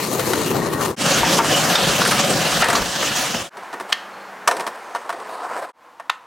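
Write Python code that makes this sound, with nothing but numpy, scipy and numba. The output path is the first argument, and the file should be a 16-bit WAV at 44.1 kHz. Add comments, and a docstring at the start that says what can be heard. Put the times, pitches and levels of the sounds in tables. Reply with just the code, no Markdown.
"""A skateboard rolls on concrete in four scenes: a push down an alley, a close ledge trick through a
limiter, an ollie over a gap beside a street, and one distant pop. Grains of the concrete drive wheels
and deck into random forced vibration; pops, landings and joints are impacts that excite the damped
modes of the maple deck. Friction makes the wheels sing, walls scatter a short reverberation,
gusts buffet the microphone and far traffic adds a steady wash."""
import sys
import numpy as np
from scipy import signal
from scipy.fft import rfft, irfft, next_fast_len
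from scipy.io import wavfile
from scipy.ndimage import uniform_filter1d
from numba import njit

SR = 44100
rng = np.random.default_rng(int(sys.argv[2]) if len(sys.argv) > 2 else 0)


def generate_wav(sig):
    """Save sig (samples, or channels by samples) to the path in sys.argv[1] as 16-bit PCM at SR."""
    pcm = np.round(np.clip(np.atleast_2d(sig).T, -1, 1) * 32767).astype(np.int16)
    wavfile.write(sys.argv[1], SR, pcm)


N = 276066
T = np.arange(N) / SR
ALLEY_S, LEDGE_S, GAP_S, FAR_S = (-.2, .957), (.963, 3.497), (3.497, 5.722), (5.728, 6.5)  # start, end


def undb(db):
    """Decibels to amplitude ratio."""
    return 10 ** (np.asarray(db) / 20)


def unit(x):
    """Normalise to rms 1."""
    return x / np.sqrt(np.mean(x ** 2) + 1e-18)


def peak(x):
    """Normalise the crest of the envelope to about 1."""
    return x / np.sqrt(2 * uniform_filter1d(x ** 2, size=64).max())


def burst(x):
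    """Normalise to the energy of 20 ms at rms 1."""
    return x / np.sqrt(np.sum(x ** 2) / (SR / 50))


def shape(x, gain):
    """Linear filtering: multiply the spectrum by gain(hz)."""
    size = next_fast_len(x.shape[-1])
    hz = np.maximum(np.arange(size // 2 + 1) * SR / size, 1)
    return irfft(rfft(x, size) * gain(hz), size)[..., :x.shape[-1]]


def colour(x, points):
    """Filter by (Hz, dB) points joined on a log axis."""
    f, db = np.transpose(points)
    return shape(x, lambda hz: undb(np.interp(np.log(hz), np.log(f), db)))


def resonance(hz, centre_hz, width_hz):
    """A Lorentzian peak of height 1."""
    return 1 / (1 + (2 * (hz - centre_hz) / width_hz) ** 2)


def walk(rate, size):
    """Random modulation with a spread near 1 and `rate` new values a second."""
    knots = rng.standard_normal(int(size / SR * rate) + 2)
    return np.interp(np.arange(size) / SR * rate, np.arange(len(knots)), knots)


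def ramp(start_s, length_s):
    """Linear rise from 0 to 1."""
    return np.clip((T - start_s) / length_s, 0, 1)


def window(span, fade_in=.1, fade_out=.1):
    """Linear fades at both ends of a time span."""
    return ramp(span[0], fade_in) * np.clip((span[1] - T) / fade_out, 0, 1)


def bump(middle_s, half_s):
    """Gaussian swell to 1 and back."""
    return np.exp(-((T - middle_s) / half_s) ** 2)


def spread(mid, side, side_db):
    """Mid-side stereo: the sum goes left, the difference right."""
    return mid + undb(side_db) * side * np.array([[1], [-1]])


# Rough patches. Each row: middle in seconds, half length in seconds, rise of the grit in dB.
ROUGHNESS = [(0.037, 0.06, 5.5), (0.202, 0.012, 4.5), (.57, 0.021, 5), (0.736, 0.009, 8),
             (0.843, 0.045, 10), (1.124, .04, 2), (1.33, 0.036, 2), (2.95, 0.023, 4.5), (3.067, 0.069, 3.5),
             (3.213, 0.1, 4.5), (3.905, 0.022, 13)]
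# The rider's shifting weight. Each row: middle in seconds, half length in seconds, rumble change in dB.
WHEEL_LOADS = [(0.558, 0.073, 4.5), (1.765, 0.037, -9), (2.349, 0.028, 6), (2.516, 0.046, -7),
               (3.11, 0.017, 5.5), (3.353, 0.011, 8.5), (3.582, .012, 14), (4.573, 0.055, 14),
               (5.17, 0.098, 10)]


def drive(base_db, change_db, rumble_slope, grit_slope):
    """Excitation in dB: load adds rumble; roughness adds grit, and about half as much roar."""
    rough = sum(db * bump(s, half_s) for s, half_s, db in ROUGHNESS)
    load = sum(db * bump(s, half_s) for s, half_s, db in WHEEL_LOADS)
    roar = base_db + change_db + 0.49 * rough
    rumble = base_db + rumble_slope * change_db + load
    grit = base_db + grit_slope * change_db + rough
    return roar, rumble, grit


def patchy(x, depth_db, rate, count=24):
    """Amplitude modulation: each band swells and fades by itself as the wheels meet new ground."""
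    centres = np.linspace(np.log(100), np.log(16000), count)
    bands = (shape(x, lambda hz: np.interp(np.log(hz), centres, weight)) for weight in np.eye(count))
    return sum(band * undb(depth_db * walk(rate, x.shape[-1])) for band in bands)


def rolling(span, levels, tone, board, ring, grain_db, flutter_db, side_db):
    """Forced vibration: thousands of grain impacts a second shake the board through its resonances."""
    inside = (T >= span[0]) & (T < span[1])
    size, out = inside.sum(), np.zeros((2, N))
    roar, rumble, grit = (db[inside] for db in levels)
    grains = rng.standard_normal((2, size))
    grains *= undb(grain_db * np.minimum(rng.exponential(size=size), 5) + flutter_db * walk(70, size))
    response = lambda hz: 1 + ring * sum(undb(db / 4) * resonance(hz, f, w) for f, w, db in board)
    shaken = patchy(shape(colour(grains, tone), response), depth_db=2.5, rate=20)
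    below = lambda hz, edge_hz: 1 / (1 + (hz / edge_hz) ** 6)
    # the rider's weight rumbles, the deck roars, the contact patches hiss
    parts = [(lambda hz: below(hz, 403), rumble, side_db - 4.5),
             (lambda hz: below(hz, 1780) - below(hz, 442), roar, side_db),
             (lambda hz: 1 - below(hz, 2090), grit, side_db + 0.5)]
    for band, db, width_db in parts:
        out[:, inside] += spread(*unit(shape(shaken, band)), width_db) * undb(db)
    return out


def lean(x, balance):
    """Level difference between channels: each microphone port has its own frequency response."""
    return np.array([colour(channel, np.array(balance) * [1, share])
                     for channel, share in zip(x, (.5, -.5))])


# Rolling spectrum of coarse concrete. Each row: frequency in Hz, gain in dB.
ALLEY_SPECTRUM = [(21, -60), (35, -26.5), (135, -2), (306, -3.5), (365, -1), (727, -8.5), (987, -6),
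                  (1640, -12.5), (1820, -9.5), (2120, -11.5), (5050, -18), (6680, -16.5), (13600, -22),
                  (15500, -27.5)]
# Resonances of the loaded board. Each row: frequency in Hz, width in Hz, weight in quarter dB.
ALLEY_RESONANCES = [(365, 410, -2), (1140, 160, -38), (1824, 31, -1), (2860, 76, -12), (4180, 480, -13),
                    (6600, 82, -19)]
# Stereo balance. Each row: frequency in Hz, left minus right in dB.
ALLEY_BALANCE = [(60, 4), (110, -1.5), (200, 2), (380, 2.5), (700, 7), (1290, 5.5), (2380, 1.5), (4400, 3),
                 (8120, 8.5), (15000, 8.5)]


def alley():
    """Inverse-square law: the board passes close on the left; then the rider's body screens the grit."""
    pass_s, half_power_s = 0.48, 0.32
    nearness_db = -10 * np.log10(1 + ((T - pass_s) / half_power_s) ** 2)
    roar, rumble, grit = drive(-24, nearness_db, rumble_slope=0.71, grit_slope=1.0)
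    screening_db = -8 * ramp(pass_s, 0.11)
    levels = roar - 2, rumble - 1.3, grit - 3 + screening_db
    wheels = rolling(ALLEY_S, levels, ALLEY_SPECTRUM, ALLEY_RESONANCES,
                     ring=0.99, grain_db=4, flutter_db=1.5, side_db=-8.5)
    blows = undb(-7.5) * impacts(ALLEY_S, weight_db=-20)
    return lean(wheels + blows, ALLEY_BALANCE) * window(ALLEY_S, fade_out=0.049)


# Clacks of wheels and trucks. Each row: start in seconds, ring level in dB, ring centre in Hz,
# crack level in dB. Levels in these three tables are relative.
CLACKS = [(.195, -6.5, 1180, -18.5), (.333, -1.5, 1030, -16), (.542, -14, 830, -39), (0.812, -8, 649, -27),
          (1.402, 6, 1010, -38), (1.445, -1.5, 1090, -21), (1.7, -10.5, 800, -23), (2.392, -21, 735, -26),
          (2.642, -2.5, 950, -12), (2.685, 1, 710, -15.5), (2.701, -3, 694, -14), (2.73, -3.5, 684, -15.5),
          (2.767, -1, 1100, -22), (3.026, -9, 1610, -24), (3.345, -11, 800, -28.5), (3.57, -26, 875, -42),
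          (4.476, -1, 1340, -16), (4.485, -2.5, 910, -31), (4.512, -5.5, 970, -23.5),
          (4.567, -31, 974, -31.5), (4.967, -24, 1650, -43), (5.126, -15, 1060, -39), (5.2, -26, 1000, -43),
          (5.998, -17.5, 1040, -46.5)]
# Pavement joints. Each row: start in seconds, rear axle lag in seconds, ring level in dB,
# ring centre in Hz, crack level in dB, thud level in dB.
PAVEMENT_JOINTS = [(2.051, 0.061, -21, 1400, -17.5, -32), (3.729, 0.07, -15.5, 1130, -38.5, -36.5),
                   (4.597, .069, -12, 970, -30.5, -35.5), (4.949, .144, -8.5, 1010, -35.5, -48)]
# Pops and hard landings. Each row: start in seconds, slap level in dB, slap pitch as a ratio,
# ring level in dB, ring centre in Hz, thud level in dB, contact time in seconds.
BOARD_SLAPS = [(1.232, -16, .6, 1, 900, -30, .02), (1.39, -9, .5, 7, 1060, -18, .02),
               (1.753, -4, 1.15, -2, 1420, -36, .009), (2.016, -10, 1.2, 2, 1220, -32, .01),
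               (2.622, -1, .6, 4, 1500, -24, .018), (2.751, -7, 1.4, 4, 1150, -24, .012),
               (3.9234, -3.5, 1.0, -12, 2100, -47, .0035), (4.4744, -9, 1.8, -9, 1300, -34, .003),
               (6.0957, -6, .85, -7, 1480, -48, .0024)]


def impacts(span, weight_db):
    """Superposition of the blows in a span; a clack's thud level is its ring level plus weight_db."""
    blows = [(s, knock, (db, hz, crack, db + weight_db)) for s, db, hz, crack in CLACKS]
    for s, lag_s, db, hz, crack, thud in PAVEMENT_JOINTS:
        for axle_s in (s, s + lag_s):
            for skew_s, drop_db in ((0, 0), (.009, -0.5)):  # an axle's two wheels meet the joint askew
                blows.append((axle_s + skew_s, knock, (db + drop_db, hz, crack + drop_db, thud + drop_db)))
    blows += [(s, pop, settings) for s, *settings in BOARD_SLAPS]
    out = np.zeros(N + SR)
    for s, strike, settings in blows:
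        if span[0] < s < span[1]:
            sound, start = strike(*settings), int(s * SR)
            out[start:start + len(sound)] += sound
    return out[:N]


# Modes of deck and trucks. Each row: frequency in Hz, relative level in dB, 60 dB decay time in seconds.
DECK_MODES = [(482, -9.5, 0.14), (608, -14, 0.044), (692, 3.5, 0.047), (940, 10.5, 0.022),
              (1123, 8.5, 0.021), (1278, -3.5, 0.039), (1417, 4, 0.021), (1820, -2, 0.069),
              (2064, -10.5, 0.064), (2230, -1.5, 0.016), (2760, -15, 0.012), (3000, 3, 0.038),
              (3250, -9, 0.042), (4080, -11, .025), (4740, -7, .025), (5200, 2, .02)]
# Spectra of hard contact and of the rider's weight. Each row: frequency in Hz, gain in dB.
CRACK_SPECTRUM = [(300, -56), (1200, 14), (3000, 2.5), (5500, -0.5), (7200, -5), (8800, -0.5), (11000, -9),
                  (15500, -18.5)]
THUD_SPECTRUM = [(40, -50.5), (120, -3), (250, -2), (450, 7.5), (800, -11.5), (2000, -29.5)]


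def knock(ring_db, centre_hz, crack_db, thud_db, contact_s=0.0065, crunch=0.36, focus=2.2):
    """Impulse response: damped modes near centre_hz ring, the contact cracks and the weight thuds."""
    t = np.arange(SR // 5) / SR
    noise = rng.standard_normal((3, len(t)))
    press = (1 - np.exp(-t / 0.0002)) * np.exp(-t / contact_s)
    near = lambda hz: np.exp(-focus * np.log2(hz / centre_hz) ** 2 / 2)
    deck = np.zeros(len(t))
    for hz, db, t60 in DECK_MODES:
        envelope = near(hz) * undb(db + rng.normal(0, 1.3) - 60 * t / t60)
        deck += envelope * np.sin(2 * np.pi * (hz * rng.normal(1, 0.0057) * t + rng.random()))
    grinding = shape(noise[0], near) * np.sqrt(press) * np.exp(-t / 0.038)
    ring = peak(deck * (1 - np.exp(-2 * t / contact_s))) + crunch * peak(grinding)
    crack = colour(noise[1], CRACK_SPECTRUM) * (press + 0.05 * np.exp(-t / 0.019))
    thud = colour(noise[2], THUD_SPECTRUM) * (1 - np.exp(-t / 0.0033)) * np.exp(-t / 0.015)
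    return 0.54 * peak(ring) * undb(ring_db) + burst(crack) * undb(crack_db) + burst(thud) * undb(thud_db)


# Wheels that scrub or spin. Each row: start and end in seconds, centre and width in Hz, level in dB.
WHEEL_WHINES = [(0.353, .88, 1865, 90, -37.5), (1.134, 1.153, 6500, 700, -21.5),
                (1.455, 1.63, 2960, 220, -24.5), (1.76, 1.884, 3250, 1200, -24.5),
                (2.063, 2.12, 9500, 5000, -25.5), (4.09, 4.32, 4300, 252, -56.5),
                (4.78, 5.067, 6400, 200, -60)]


def whines():
    """Frictional excitation sustains one wheel resonance for a moment, in fits and starts."""
    out = np.zeros(N)
    for start, end, centre_hz, width_hz, db in WHEEL_WHINES:
        inside = (T > start) & (T < end)
        tone = shape(rng.standard_normal(N)[inside], lambda hz: resonance(hz, centre_hz, width_hz))
        fitful = unit(tone * undb(4.5 * walk(90, len(tone))))
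        out[inside] += fitful * signal.windows.tukey(len(tone), .5) * undb(db)
    return out


# Rolling spectrum of smooth concrete. Each row: frequency in Hz, gain in dB.
LEDGE_SPECTRUM = [(53, -43), (90, -16.5), (151, -5), (424, -6.5), (550, 1.5), (639, -1.5), (743, 4),
                  (810, -2), (1120, -1.5), (1760, -3.5), (2050, -9.5), (2890, -12.5), (3990, -14),
                  (6270, -14.5), (15500, -31)]
# Resonances of the loaded board. Each row: frequency in Hz, width in Hz, weight in quarter dB.
LEDGE_RESONANCES = [(163, 38, -16), (568, 95, -8), (2970, 570, -2)]
# Stereo balance. Each row: frequency in Hz, left minus right in dB.
LEDGE_BALANCE = [(60, -18), (110, 0), (200, 1.5), (380, 1), (700, 3.5), (1290, 1.5), (2380, 1.5),
                 (4400, -2), (8120, -2.0), (15000, 1.5)]


def ledge():
    """Rolling noise falls with speed: the board slows through a ledge trick, and more on landing."""
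    slowing_db = -1.9 * (T - LEDGE_S[0]) - 5.5 * ramp(2.8, 0.037)
    roar, rumble, grit = drive(-21, slowing_db, rumble_slope=1.36, grit_slope=0.87)
    clatter_db = 4 * window((2.635, 2.81), fade_in=0.027, fade_out=0.022)  # the deck shakes as it settles
    levels = roar - 0.3 + clatter_db, rumble - 0.5, grit + 2
    wheels = rolling(LEDGE_S, levels, LEDGE_SPECTRUM, LEDGE_RESONANCES,
                     ring=0.55, grain_db=1.4, flutter_db=1.5, side_db=-11.5)
    blows = outdoors(impacts(LEDGE_S, weight_db=-18.5), wet_db=-7.5, t60=0.19) * undb(-1.5)
    heard = lean(wheels + blows, LEDGE_BALANCE) + wind()
    limited = limiter(heard, top_db=-8.5, attack_s=0.00085, release_s=0.055)
    return limited * window(LEDGE_S, fade_in=0.088, fade_out=0.089)


# Gusts over a light breeze. Each row: middle in seconds, level in dB.
WIND_GUSTS = [(1.21, -37), (1.45, -41), (1.89, -38.5), (2.6, -41), (2.8, -36)]


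def wind(breeze_db=-49, gust_s=0.049):
    """Turbulent pressure buffets the two microphone ports, only partly correlated between them."""
    spectrum = [(12, -19), (25, -7), (60, 5), (100, -5), (220, -40)]
    buffets = unit(colour(rng.standard_normal((2, N)), spectrum))
    strength = undb(breeze_db) + sum(undb(db) * bump(s, gust_s) for s, db in WIND_GUSTS)
    return spread(*buffets, side_db=-5) * strength


# Spectrum of the board slapping the ground. Each row: frequency in Hz at pitch 1, gain in dB.
SLAP_SPECTRUM = [(400, -29), (800, -16), (1070, -1), (1600, -4.5), (2000, -6), (2600, -4), (3200, 3),
                 (3700, -8.5), (4200, -2.5), (5400, -12), (7000, -17), (15000, -33), (19000, -52)]


def pop(slap_db, pitch, ring_db, centre_hz, thud_db, contact_s, flat_s=.0035, flat_db=6):
    """Double impact: one edge touches, the board slaps flat a moment later, and the deck rings."""
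    ring = knock(ring_db, centre_hz, -np.inf, thud_db, contact_s, crunch=0.17, focus=21)
    t = np.arange(len(ring)) / SR
    edge = np.exp(-t / contact_s)
    flat = np.clip((t - flat_s) / 0.00026 + 1, 0, 1) * np.exp(-np.abs(t - flat_s) / contact_s)
    envelope = (edge + undb(flat_db) * flat + .05 * np.exp(-t / 0.022)) * (1 - np.exp(-t / 0.00057))
    slap = colour(rng.standard_normal(len(t)), np.array(SLAP_SPECTRUM) * [pitch, 1]) * envelope
    crest = np.sqrt(2 * np.sum(slap ** 2) / (SR * contact_s))
    return ring + slap / crest * undb(slap_db)


def outdoors(x, wet_db, t60):
    """Reverberation: walls and parked cars scatter a thin tail whose treble dies first."""
    t = np.arange(SR // 2) / SR
    scatter = colour(rng.standard_normal(len(t)), [(150, -12.5), (1000, -1), (4000, -3), (14000, -1)])
    dull = shape(scatter, lambda hz: 1 / (1 + (hz / 2000) ** 4))
    tail = dull * undb(-60 * t / t60) + (scatter - dull) * undb(-60 * t / (.75 * t60))
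    tail *= np.minimum(t / 0.0087, 1)
    return x + undb(wet_db) * signal.fftconvolve(x, tail / np.linalg.norm(tail))[:N]


@njit
def follow(x, attack, release):
    """Envelope detection with separate rates of rise and fall."""
    out, level = np.empty(len(x)), 0.
    for i in range(len(x)):
        level += (x[i] - level) * (attack if x[i] > level else release)
        out[i] = level
    return out


def limiter(x, top_db, attack_s, release_s):
    """Gain reduction lags: a blow's first crack gets through, then the rolling hiss ducks behind it."""
    envelope = follow(np.abs(x).max(axis=0), 1 / (1 + attack_s * SR), 1 / (1 + release_s * SR))
    gain = np.minimum(1, undb(top_db) / (envelope + 1e-9))
    return .9 * np.tanh(x * gain / .9)


def traffic(tone, db):
    """Incoherent sources on far roads sum to a steady wash that wavers a little."""
    return unit(colour(rng.standard_normal(N), tone)) * undb(db + 0.18 * walk(3.7, N))


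# Rolling spectrum of the pavement, then spectrum of far traffic. Each row: frequency in Hz, gain in dB.
GAP_SPECTRUM = [(35, -86), (60, -62.5), (381, -20), (418, -12), (619, -8), (679, -6.5), (855, -4.5),
                (1010, -5.5), (1560, -11), (1830, -14), (3420, -28.5), (4730, -27.5), (6090, -34.5),
                (8420, -29.5), (15000, -47)]
GAP_TRAFFIC = [(29, -58), (50, -29), (140, -17), (186, -10.5), (272, -7.5), (816, 2), (898, 0.5),
               (1520, -1), (3580, -19), (4340, -21), (5910, -23), (15000, -34.5)]
# Resonances of the loaded board. Each row: frequency in Hz, width in Hz, weight in quarter dB.
GAP_RESONANCES = [(720, 89, -11), (1020, 100, 12), (1270, 34, -3), (1780, 79, -7), (3700, 110, -22.5),
                  (6550, 140, -18), (8300, 600, -19)]


def gap(take_off_s=3.93, touch_down_s=4.48, kerb_s=5.084):
    """Rolling noise needs contact: it stops during the ollie and surges as landing shakes the board."""
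    base_db = np.where(T < take_off_s, -42, -41)
    shake_db = 15.5 * np.exp(-np.abs(T - touch_down_s) / 0.18) * (T > take_off_s)
    coarse_db = 13 * ramp(kerb_s, 0.36)  # the street beyond the kerb is coarser
    roar, rumble, grit = drive(base_db, shake_db + coarse_db, rumble_slope=0.83, grit_slope=0.63)
    levels = roar - 0.5, rumble - 12, grit - 11.5 + 2 * ramp(kerb_s, 0.022)
    wheels = rolling(GAP_S, levels, GAP_SPECTRUM, GAP_RESONANCES,
                     ring=0.78, grain_db=4, flutter_db=2.5, side_db=-np.inf)  # mono
    on_ground = ramp(3.565, .01) - window((take_off_s, touch_down_s), fade_in=.04, fade_out=0.0089)
    street = engine() + traffic(GAP_TRAFFIC, -36.5) * undb(-3.8 * ramp(4.43, 1.0))
    blows = outdoors(impacts(GAP_S, weight_db=-35.5), wet_db=-14, t60=0.51)
    blows = small_microphone(blows, ceiling=0.84, low_cut_hz=175)
    return (wheels * on_ground + blows + street) * window(GAP_S, fade_in=0.081, fade_out=0.099)


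def small_microphone(x, ceiling, low_cut_hz):
    """Saturation rounds the tips of the loudest blows; a high-pass response thins the bass."""
    rounded = x / (1 + (x / ceiling) ** 6) ** (1 / 6)
    return signal.sosfilt(signal.butter(3, low_cut_hz, "high", fs=SR, output="sos"), rounded)


def engine():
    """A far engine hums as one tone under slight frequency modulation."""
    hz = 195 + 1.4 * walk(2.77, N)
    hum = np.sin(2 * np.pi * np.cumsum(hz) / SR)
    return hum * undb(-52) * window((3.6, 4.8), fade_in=0.49, fade_out=0.46)


# Spectrum of traffic in a quiet street. Each row: frequency in Hz, gain in dB.
QUIET_TRAFFIC = [(29, -62), (50, -33), (329, -12.5), (428, -18), (494, -3), (570, -11), (987, -1),
                 (1380, -10), (1520, -11), (3420, -24), (13600, -38.5), (15000, -40)]


def far_pop():
    """Two transients over ambient noise: a faint clack, then the board's tail snapping down."""
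    blows = outdoors(impacts(FAR_S, weight_db=-45), wet_db=-14.5, t60=0.33)
    blows = small_microphone(blows, ceiling=0.82, low_cut_hz=400)
    return (traffic(QUIET_TRAFFIC, -47.5) + blows) * window(FAR_S, fade_in=0.11)


def scene():
    """The four scenes in turn, with the wheel whines superposed."""
    return alley() + ledge() + gap() + far_pop() + whines()


def record(dry):
    """Hard clipping just below full scale, then band limiting at 15.9 kHz."""
    low_pass = signal.ellip(10, .2, 80, 15900, fs=SR, output="sos")
    return signal.sosfilt(low_pass, np.clip(dry, -.97, .97))


dry = scene()
out = record(dry)
generate_wav(out)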